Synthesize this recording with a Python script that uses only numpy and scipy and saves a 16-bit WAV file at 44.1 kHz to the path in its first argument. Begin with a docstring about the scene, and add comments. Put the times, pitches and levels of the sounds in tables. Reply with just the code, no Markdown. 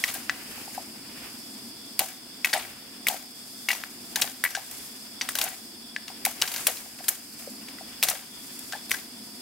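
"""Leaves hiss, poles drag through grass and insects drone over a low rumble, all filtered and modulated noise.
Then heavy blades trim two bamboo poles, slightly to the left. Each crack is a burst of spiky noise with
damped pole-wall modes; it shakes twigs and leaves (decaying noise), and twigs tap the pole.
Late hollow knocks are sine packets with a noise rattle; some blows ring damped steel modes.
The trees return a faint diffuse noise tail."""
import sys
import numpy as np
from scipy import signal
from scipy.fft import rfft, irfft, next_fast_len
from scipy.io import wavfile
from scipy.ndimage import map_coordinates

SR = 44100
rng = np.random.default_rng(int(sys.argv[2]) if len(sys.argv) > 2 else 0)


def master(y):
    """Save y as 16-bit WAV."""
    cut = np.clip(np.atleast_2d(y).T, -1, 1)
    pcm = np.round(cut * 32767)  # scale
    wavfile.write(sys.argv[1], SR, pcm.astype(np.int16))


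N = 414981


def amp(db):
    """dB to amplitude factor."""
    return 10 ** (np.asarray(db) / 20)


def unit(x):
    """Scale to rms 1."""
    return x / np.sqrt(np.mean(x ** 2) + 1e-20)


def peak(x):
    """Scale to peak 1."""
    return x / np.abs(x).max()


def along(points, hz):
    """Interpolate (Hz, value) points on a log frequency axis."""
    f, v = np.transpose(points)
    return np.interp(np.log(hz + 1), np.log(f + 1), v)


def curves(rows):
    """One value per sample for each column after the time."""
    s, *cols = np.transpose(rows)
    return [np.interp(np.arange(N) / SR, s, c) for c in cols]


def wobble(knots_per_s):
    """A smooth random curve."""
    knots = rng.standard_normal(int(N * knots_per_s / SR) + 4)
    return map_coordinates(knots, [np.arange(N) * knots_per_s / SR])


def filtered(x, response):
    """Multiply the spectrum of x by a response of frequency."""
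    m = next_fast_len(N + 8192)
    hz = np.fft.rfftfreq(m, 1 / SR)
    return irfft(rfft(x, m) * response(hz), m)[..., :N]


def band(x, lo_hz, hi_hz):
    """Causal band-pass."""
    sos = signal.butter(2, [lo_hz, hi_hz], "bandpass", fs=SR, output="sos")
    return signal.sosfilt(sos, x)


def add(track, s, sound):
    """Mix a sound into the stereo track at time s."""
    start = round(s * SR)
    track[:, start:start + sound.shape[-1]] += sound


def ring(modes, t, scatter_db, weight_db=lambda hz: 0, turns=1):
    """Damped modes with random strengths, their phases scattered over turns of a cycle."""
    total = 0
    for hz, db, t60 in modes:
        level_db = db + weight_db(hz) + scatter_db * rng.standard_normal()
        phase = 2 * np.pi * (hz * t + turns * rng.random())
        total = total + amp(level_db - 60 * t / t60) * np.sin(phase)
    return total


# Left-right likeness of far sounds. 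Each row: frequency in Hz, correlation from 0 to 1.
FAR_LIKENESS = [(60, 0.81), (290, 0.98), (640, 0.44), (1400, 0.54), (3100, 0.047), (15000, .1)]


def rush(spectrum, grain_db=0, knots_per_s=100, likeness=FAR_LIKENESS):
    """Shaped stereo noise of rms 1, its level flickering; mid and side shares set the left-right likeness."""
    pair = rng.standard_normal((2, N)) * amp(grain_db * wobble(knots_per_s))

    def mid_side_response(hz):
        turn = np.arccos(np.clip(along(likeness, hz), -1, 1)) / 2
        return amp(along(spectrum, hz)) * [np.cos(turn), np.sin(turn)]

    mid, side = filtered(pair, mid_side_response)
    return unit(np.array([mid + side, mid - side]))


# Movement of leaves and poles. Each row: time in seconds, leaf hiss level in dB, drag level in dB.
LEAF_DRAG_LEVELS = [(0, -39.5, -45.5), (.3, -45, -41.5), (.72, -42.5, -44.5), (.88, -47, -50.5),
                    (1.05, -50.5, -48), (1.26, -48.5, -44.5), (1.4, -46, -49.5), (1.75, -49.5, -57.5),
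                    (2.46, -49.5, -55), (2.62, -44, -36.5), (2.86, -50.5, -48.5), (3.72, -43, -63),
                    (3.86, -46, -48.5), (4.35, -44, -53), (4.78, -39, -46), (5.2, -49.5, -57),
                    (5.42, -39, -49), (5.95, -54, -65), (6.24, -51, -47.5), (6.58, -32.5, -39.5),
                    (6.84, -41, -43.5), (7.25, -45, -52), (7.45, -42.5, -50), (7.75, -50.5, -51.5),
                    (8.52, -41, -47.5), (8.9, -46.5, -56), (9.41, -48.5, -53.5)]
# Spectra of leaf hiss, drag and rumble. Each row: frequency in Hz, relative density in dB per Hz.
HISS_SPECTRUM = [(2500, -32), (4000, -5), (6500, -3), (8000, 0.5), (9400, -2), (11000, -1), (14000, -4),
                 (16000, -9)]
DRAG_SPECTRUM = [(350, 4), (700, -0.5), (1500, 1), (2800, 4.5), (4500, -7.5), (7000, -6.5)]
RUMBLE_SPECTRUM = [(15, -53), (25, -63), (128, -12), (161, -18), (212, -1.5), (238, 1.5), (289, -4.5),
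                   (334, -8.5), (628, -24.5), (681, -10.5), (762, -22.5), (1020, -20), (1200, -58.5),
                   (1560, -74), (2640, -120)]


def field():
    """Leaves hiss and poles drag through the grass as level-shaped noise, over a low rumble that wavers."""
    hiss_db, drag_db = curves(LEAF_DRAG_LEVELS)
    hiss_db = hiss_db + 0.2 * wobble(8.9)
    hiss = amp(hiss_db) * rush(HISS_SPECTRUM, grain_db=1.5, knots_per_s=64)
    tugs_db = 1.3 * wobble(10)
    drag = amp(drag_db + tugs_db) * rush(DRAG_SPECTRUM, grain_db=2.0, knots_per_s=45)
    unrest_db = 1.6 * wobble(4)
    balance = amp([[.6], [-.6]])  # left, right
    rumble = amp(-49.0 + unrest_db) * rush(RUMBLE_SPECTRUM) * balance
    return hiss + drag + rumble


# The lower singer. Each row: time in seconds, level in dB.
SINGER_LEVELS = [(0.0, -45), (0.42, -68), (1.42, -56.5), (1.96, -53), (2.28, -53), (3.98, -53), (5.53, -53),
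                 (6.58, -56), (7.28, -64), (8.25, -50), (9.41, -56.5)]


def insects():
    """Noise bands: a broad far chorus, two thin high bands, and a lower singer that comes and goes."""
    # Each pair: frequency in Hz, relative density in dB per Hz.
    chorus_spectrum = [(4100, -24.0), (4600, -11.5), (5100, -8.5), (5500, -16.5), (6000, -29)]
    thin_spectrum = [(7000, -20), (7700, -1), (8100, -9.5), (8600, -2.5), (9300, 0.5),
                     (9800, -7.5), (10500, -21)]
    singer_spectrum = [(3100, -21), (3380, 1.5), (3500, -3), (3620, -3.5), (3900, -49)]
    chorus = rush(chorus_spectrum, grain_db=0.5, knots_per_s=40)
    thin = rush(thin_spectrum)
    singer = rush(singer_spectrum, grain_db=2.5, knots_per_s=24)
    return amp(-45.0) * chorus + amp(-52.0) * thin + amp(curves(SINGER_LEVELS)[0]) * singer


# Bending modes of the pole's wall. Each row: frequency in Hz, relative level in dB, t60 in seconds
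# (crack() scales the t60 with the crack's own).
WALL_MODES = [(1190, -26, 0.017), (1600, 2, 0.034), (1732, -6, 0.059), (1970, 5, 0.023), (2230, 10, 0.016),
              (2550, 2.5, 0.019), (2780, -1, 0.033), (3200, 0, 0.013)]
USUAL_T60_S = .03  # crack for which the wall t60 holds as listed
PUSH_SHARE, FOLLOW_DB = 0.36, -14  # push after first contact: t60 over the crack's, strength
BODY_DB = -17.5  # dull weight of a blow relative to its crack


def crack(db, treble_db, wall_db, wall_hz, t60_s):
    """Fibres break in a spiky noise burst; the contact rings the wall modes near the struck spot's pitch."""
    t = np.arange(SR // 14) / SR
    common, own = rng.standard_normal(len(t)), rng.standard_normal((2, len(t)))
    uneven_db = 3 * np.repeat(rng.standard_normal(len(t) // 30), 30)  # fibres give way unevenly
    onset = 1 - np.exp(-t / 0.00064)
    spikes = onset * amp(uneven_db - 60 * t / t60_s)

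    edge_hz = 7500 * amp(.06 * min(treble_db, 0))  # a blunt contact is dull
    low = band(common + 0.087 * own, 2190, edge_hz) * spikes
    high = band(common + .7 * own, 6500, 14500) * spikes  # short waves reach the two ports less alike
    body = band(common * spikes, 600, 1540)

    scaled_modes = np.multiply(WALL_MODES, [1, 1, t60_s / USUAL_T60_S])
    modes = ring(scaled_modes, t, 4.6, lambda hz: -6 * (np.log2(hz / wall_hz) / 0.23) ** 2, turns=0.35)
    follow = amp(FOLLOW_DB + uneven_db - 60 * t / (PUSH_SHARE * t60_s))
    push = (t == 0) + (common + 0.22 * own) * follow
    wall = signal.fftconvolve(push, modes[None], axes=1)[:, :len(t)]
    wall = band(wall, 1000, 7000)

    burst = peak(low) + amp(BODY_DB) * peak(body) + amp(treble_db) * peak(high)
    return amp(db) * (burst + amp(wall_db) * peak(wall))


TUBE_MODE = (750, 3.3, 0.065)  # the pole's hollow: Hz, dB, t60 in seconds
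CLATTER_PER_S, CLATTER_DB = 90, 8


def clatter(shaking):
    """Shaken twigs tap the pole at random moments and ring its wall and hollow weakly."""
    hits = rng.random(N) < CLATTER_PER_S / SR
    taps = hits * amp(3.84 * rng.standard_normal(N)) * shaking
    t = np.arange(SR // 20) / SR
    wall = np.array([ring([*WALL_MODES, TUBE_MODE], t, 3.1, turns=0.29) for _ in range(2)])
    return amp(CLATTER_DB) * signal.fftconvolve(taps[None], peak(wall), axes=1)[:, :N]


# Cracks. Each row: time in seconds, level in dB, treble relative to that in dB,
# wall ring relative to that in dB, wall centre in Hz, t60 in seconds.
CRACK_ROWS = [(0.0398, -7, -6, -1.5, 2220, 0.027), (0.078, -17, -4, -20, 1930, 0.075),
              (0.0893, -19, 0, -2, 2070, .022), (0.1395, -24.5, 7.5, -9, 1600, 0.096),
              (0.2964, -14, -36, 8.5, 1850, .025), (0.5084, -41, 9, 0, 1600, 0.052),
              (0.7474, -30.5, 1, -6, 1600, 0.04), (1.9929, -3, 4.5, -27, 1670, 0.022),
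              (2.0864, -26.5, 0, -20, 2330, 0.043), (2.4467, -9, -9, 6.5, 2300, 0.047),
              (2.4588, -17.5, 11.5, 7, 2130, 0.0098), (2.4942, -23, -12, -4, 2290, 0.075),
              (2.5313, -2, -21, -10, 1840, 0.058), (2.5381, -6, 1.5, 0, 1970, 0.024),
              (2.576, -22, -5, 1, 1960, 0.043), (3.0695, -13.5, 1, 6.5, 2350, 0.061),
              (3.0844, -3, 1, -20, 2540, 0.028), (3.6876, -10.5, -5, 2.5, 2420, 0.036),
              (3.7048, -16, 0, 7.5, 2130, 0.046), (3.714, -12, -2, -7, 2060, 0.036),
              (3.7317, -18, -1, 6, 2090, 0.039), (3.8382, -24, -2, 10, 1830, 0.0085),
              (4.159, -7.5, 1, -11.5, 1680, 0.027), (4.2147, -21.5, 14.5, -20, 1600, 0.096),
              (4.2195, -4, -11, -11, 2540, 0.038), (4.4398, -10, 1, 5, 2070, 0.021),
              (4.4512, -25, 11, 16.5, 2000, .042), (4.4616, -34, -4, 20.5, 2100, 0.037),
              (4.4754, -32, -8, 12, 2050, .03), (4.506, -22, 2, -16, 1590, .027),
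              (4.5514, -12, -21, 0, 1600, 0.036), (4.7126, -32, 11, -16, 1590, .025),
              (5.2123, -13, -22, -0.5, 2150, 0.04), (5.2894, -13.5, 2.5, -2, 1760, 0.017),
              (5.3536, -8, -2, -15, 1300, 0.027), (5.3872, -8, 1.5, -18, 1400, 0.029),
              (5.4139, -4.5, -2.5, -16, 2800, .05), (5.4397, -27, 16.5, -19, 2780, .027),
              (5.487, -29.5, 12.5, 5, 2140, .025), (5.9639, -26.5, -56, 13.5, 1760, 0.017),
              (6.081, -24, -11, -4, 2680, 0.018), (6.2519, -6.5, 2.5, -8, 2100, 0.026),
              (6.2624, -17.5, 14, 7.5, 1770, 0.013), (6.416, -7.5, -2, -44, 2460, .033),
              (6.4215, 1, -18, -43, 2550, 0.012), (6.43, -25.5, 6, 5.5, 1550, 0.069),
              (6.477, -13.5, -3, -28, 2060, 0.037), (6.5172, -19.5, 2, -5, 1920, 0.026),
              (6.54, -16, 2, -25, 2160, 0.038), (6.562, -14, -2, -8.5, 1250, 0.027),
              (6.5805, -17.5, -5, -16, 2140, 0.018), (6.6694, -2.5, 8, -14.5, 1690, 0.042),
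              (6.77, -22, -6, -41, 2390, 0.041), (6.988, -32, -9.5, 2, 1980, 0.046),
              (7.0408, -28, 3, -11, 2000, 0.045), (7.083, -9, 4.5, -30, 1680, 0.025),
              (7.0868, -23, 24, 5, 1670, 0.033), (7.3912, -30.5, 3, -26, 2300, 0.066),
              (7.6849, -31, -10, -4.5, 2770, 0.036), (7.7854, -38, -6, 4.5, 2240, 0.039),
              (8.0275, -2, -2.5, -28, 2960, 0.022), (8.0343, -2.5, 3, -36, 2720, 0.048),
              (8.0854, -4, -1, -13, 1910, 0.041), (8.0986, -28, 25.5, -9, 1910, 0.039),
              (8.592, -35, 13, -29, 2580, 0.019), (8.7237, -19, -13, -6, 1530, 0.035),
              (8.734, -41, -6, 17, 1540, .033), (8.895, -28.5, 3, -16, 2500, .027),
              (8.9088, -22, 8, -5, 2640, 0.044), (8.916, -9, 1.5, 4, 1800, 0.017),
              (8.94, -22, 4, 1.5, 1650, 0.046)]
# Spectra of shaken twigs and leaves. Each row: frequency in Hz, relative density in dB per Hz.
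TWIG_SPECTRUM = [(400, -11), (800, -4), (2200, -1.5), (4500, -3.5), (7000, -15.5)]
LEAF_SPECTRUM = [(3500, -11.5), (6000, -1), (9000, -0.5), (15800, -3.5)]
# Left-right likeness of near sounds. Each row: frequency in Hz, correlation from 0 to 1.
NEAR_LIKENESS = [(500, 1), (2500, 0.75), (6000, 0.032), (15000, 0.49)]
TWIG_DB, LEAF_DB = -27.5, -24  # shaking after a 0 dB crack of usual t60 (leaves: at 0 dB treble)
SHAKE_GROWS, LONGER_DB = 0.73, 2.5  # dB per dB of crack, dB per doubling of its t60


def blows():
    """Each crack also adds power to the shaking of twigs and leaves, which dies away as noise."""
    track, shaken_power = np.zeros((2, N + SR)), np.zeros((2, N))
    for s, db, treble_db, wall_db, wall_hz, t60_s in CRACK_ROWS:
        add(track, s - .0007, crack(db, treble_db, wall_db, wall_hz, t60_s))
        growth_db = SHAKE_GROWS * db + LONGER_DB * np.log2(t60_s / USUAL_T60_S)
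        shake_db = growth_db + np.array([TWIG_DB, LEAF_DB + 0.35 * treble_db])
        shaken_power[:, round(s * SR)] += amp(2 * shake_db)
    after = np.arange(SR) / SR
    t60_s = np.array([[.4], [.45]])  # twigs, leaves
    power_fade = amp(-120 * after / t60_s) * (1 - np.exp(-after / 0.00059))
    power = signal.fftconvolve(shaken_power, power_fade, axes=1)[:, :N]
    twig_level, leaf_level = np.sqrt(np.abs(power))
    twigs = twig_level * rush(TWIG_SPECTRUM, grain_db=4.0, knots_per_s=210, likeness=NEAR_LIKENESS)
    leaves = leaf_level * rush(LEAF_SPECTRUM, grain_db=2, knots_per_s=250, likeness=NEAR_LIKENESS)
    return track[:, :N] + twigs + leaves + clatter(twig_level)


def trees(x):
    """A faint diffuse answer from the trees around: x convolved with a decaying noise tail."""
    t = np.arange(SR // 3) / SR
    tail = band(rng.standard_normal((2, len(t))), 470, 4200) * amp(-60 * t / 0.53) * (t > .008)
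    return signal.fftconvolve(x, tail / np.linalg.norm(tail[0]), axes=1)[:, :N]


# Hollow knocks of the pole. Each row: time in seconds, level in dB, pitch in Hz.
KNOCKS = [(0.16, -34.5, 750), (0.53, -55, 770), (0.579, -39.5, 805), (0.678, -38, 784), (0.779, -25.5, 790),
          (2.008, -24.5, 760), (2.019, -21.5, 770), (2.04, -31, 690), (2.544, -24, 670), (2.551, -21, 820),
          (2.561, -18, 744), (2.575, -21.5, 700), (3.099, -27.5, 790), (3.11, -25, 780), (3.123, -30, 730),
          (3.143, -27, 750), (3.7, -34, 810), (3.729, -32, 806), (4.173, -30, 840), (4.244, -26, 760),
          (4.574, -26, 764), (5.23, -46, 775), (5.39, -34, 800), (5.404, -33, 750), (5.44, -27.5, 676),
          (5.463, -32.5, 776), (6.102, -39.5, 796), (6.268, -21.5, 776), (6.425, -42, 684),
          (6.595, -39, 730), (6.683, -22.5, 620), (6.702, -30, 730), (6.861, -40.5, 746), (7.005, -37, 730),
          (7.106, -37, 716), (7.475, -30.5, 516), (7.81, -37.5, 724), (8.053, -32, 740),
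          (8.111, -22.5, 750), (8.135, -31, 595), (8.735, -33, 764), (8.752, -33, 820)]


def hollow():
    """Low bending waves travel slowly along the pole and arrive late: a soft packet and a rough woody rattle."""
    track, t = np.zeros((2, N + SR)), np.arange(SR // 8) / SR
    for s, db, hz in KNOCKS:
        swell = t / 0.0014 * np.exp(1 - t / 0.0019)
        packet = swell * np.sin(2 * np.pi * (hz * t + rng.random()))
        rough = unit(band(rng.standard_normal(len(t)), 0.78 * hz, 1.16 * hz))
        rattle = rough * amp(-9.5 - 60 * t / 0.12) * (1 - np.exp(-t / 0.004))
        add(track, s - .001, amp(db) * (packet + rattle))
    balance = amp([[.8], [-.8]])  # left, right
    return band(track[:, :N], 390, 3000) * balance  # a thin pole radiates no bass


# Modes of the blade. Each row: frequency in Hz, relative level in dB, t60 in seconds.
STEEL_MODES = [(4650, -6, .06), (5830, -6, .11), (6720, -8, .07), (8100, 0, .06), (9380, -2, .07),
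               (10750, -8, .07), (12270, -2, .055), (13720, -1, .09)]
# Blade rings. Each row: start in seconds, level in dB, favoured frequency in Hz.
BLADE_RINGS = [(2.4463, -19, 12200), (2.577, -24, 8240), (3.688, -26.5, 10700), (3.714, -27, 4650),
               (3.732, -25.5, 5800), (4.4393, -13.5, 11900), (4.5067, -32, 5870), (4.5494, -17, 6720),
               (5.2116, -16, 4900), (5.2899, -23, 8030), (5.4146, -29.5, 12200), (6.2496, -19.5, 6800),
               (7.0884, -16, 13700), (8.0353, -18, 7930), (8.0845, -14, 5750), (8.0984, -29, 7910),
               (8.915, -20.5, 5830)]


def blade():
    """The steel rings briefly, strongest in the modes that the blow favours."""
    track, t = np.zeros((2, N + SR)), np.arange(SR // 5) / SR
    for s, db, favoured_hz in BLADE_RINGS:
        modes = ring(STEEL_MODES, t, 2, lambda hz: -14 * np.abs(np.log2(hz / favoured_hz)) / .45)
        add(track, s, amp(db) * (1 - np.exp(-t / 0.00023)) * modes)
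    return track[:, :N]


LEFT_DB, LEAD_S = 3, .00001  # the left port hears the work louder and earlier than the right by this


def scene():
    """The work, placed to the left, with its answer from the trees, the insects and the field."""
    work = (blows() + blade() + hollow()) * amp([[LEFT_DB / 2], [-LEFT_DB / 2]])
    work = filtered(work, lambda hz: np.exp(1j * np.pi * hz * [[LEAD_S], [-LEAD_S]]))
    return field() + insects() + work + amp(-23.5) * trees(work)


TOP_HZ = 16700  # nothing passes from here up


def record(dry):
    """Gain control ducks after loud blows, peaks saturate softly, and both ends of the band fall away."""
    keep = np.exp(-1 / (.15 * SR))  # 0.15 s averaging
    power = signal.lfilter([1 - keep], [1, -keep], np.mean(dry ** 2, 0))
    ducked = dry * (1 + power / amp(2 * -33)) ** -.25  # knee at -33 dB rms
    rounded = ducked / (1 + np.abs(ducked / .8) ** 3) ** (1 / 3)

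    def band_ends(hz):
        low_cut = hz / (hz - 60j)
        return low_cut * amp(-22 * (hz > 15800)) * (hz < TOP_HZ)

    return filtered(rounded, band_ends)


dry = scene()
out = record(dry)
master(out)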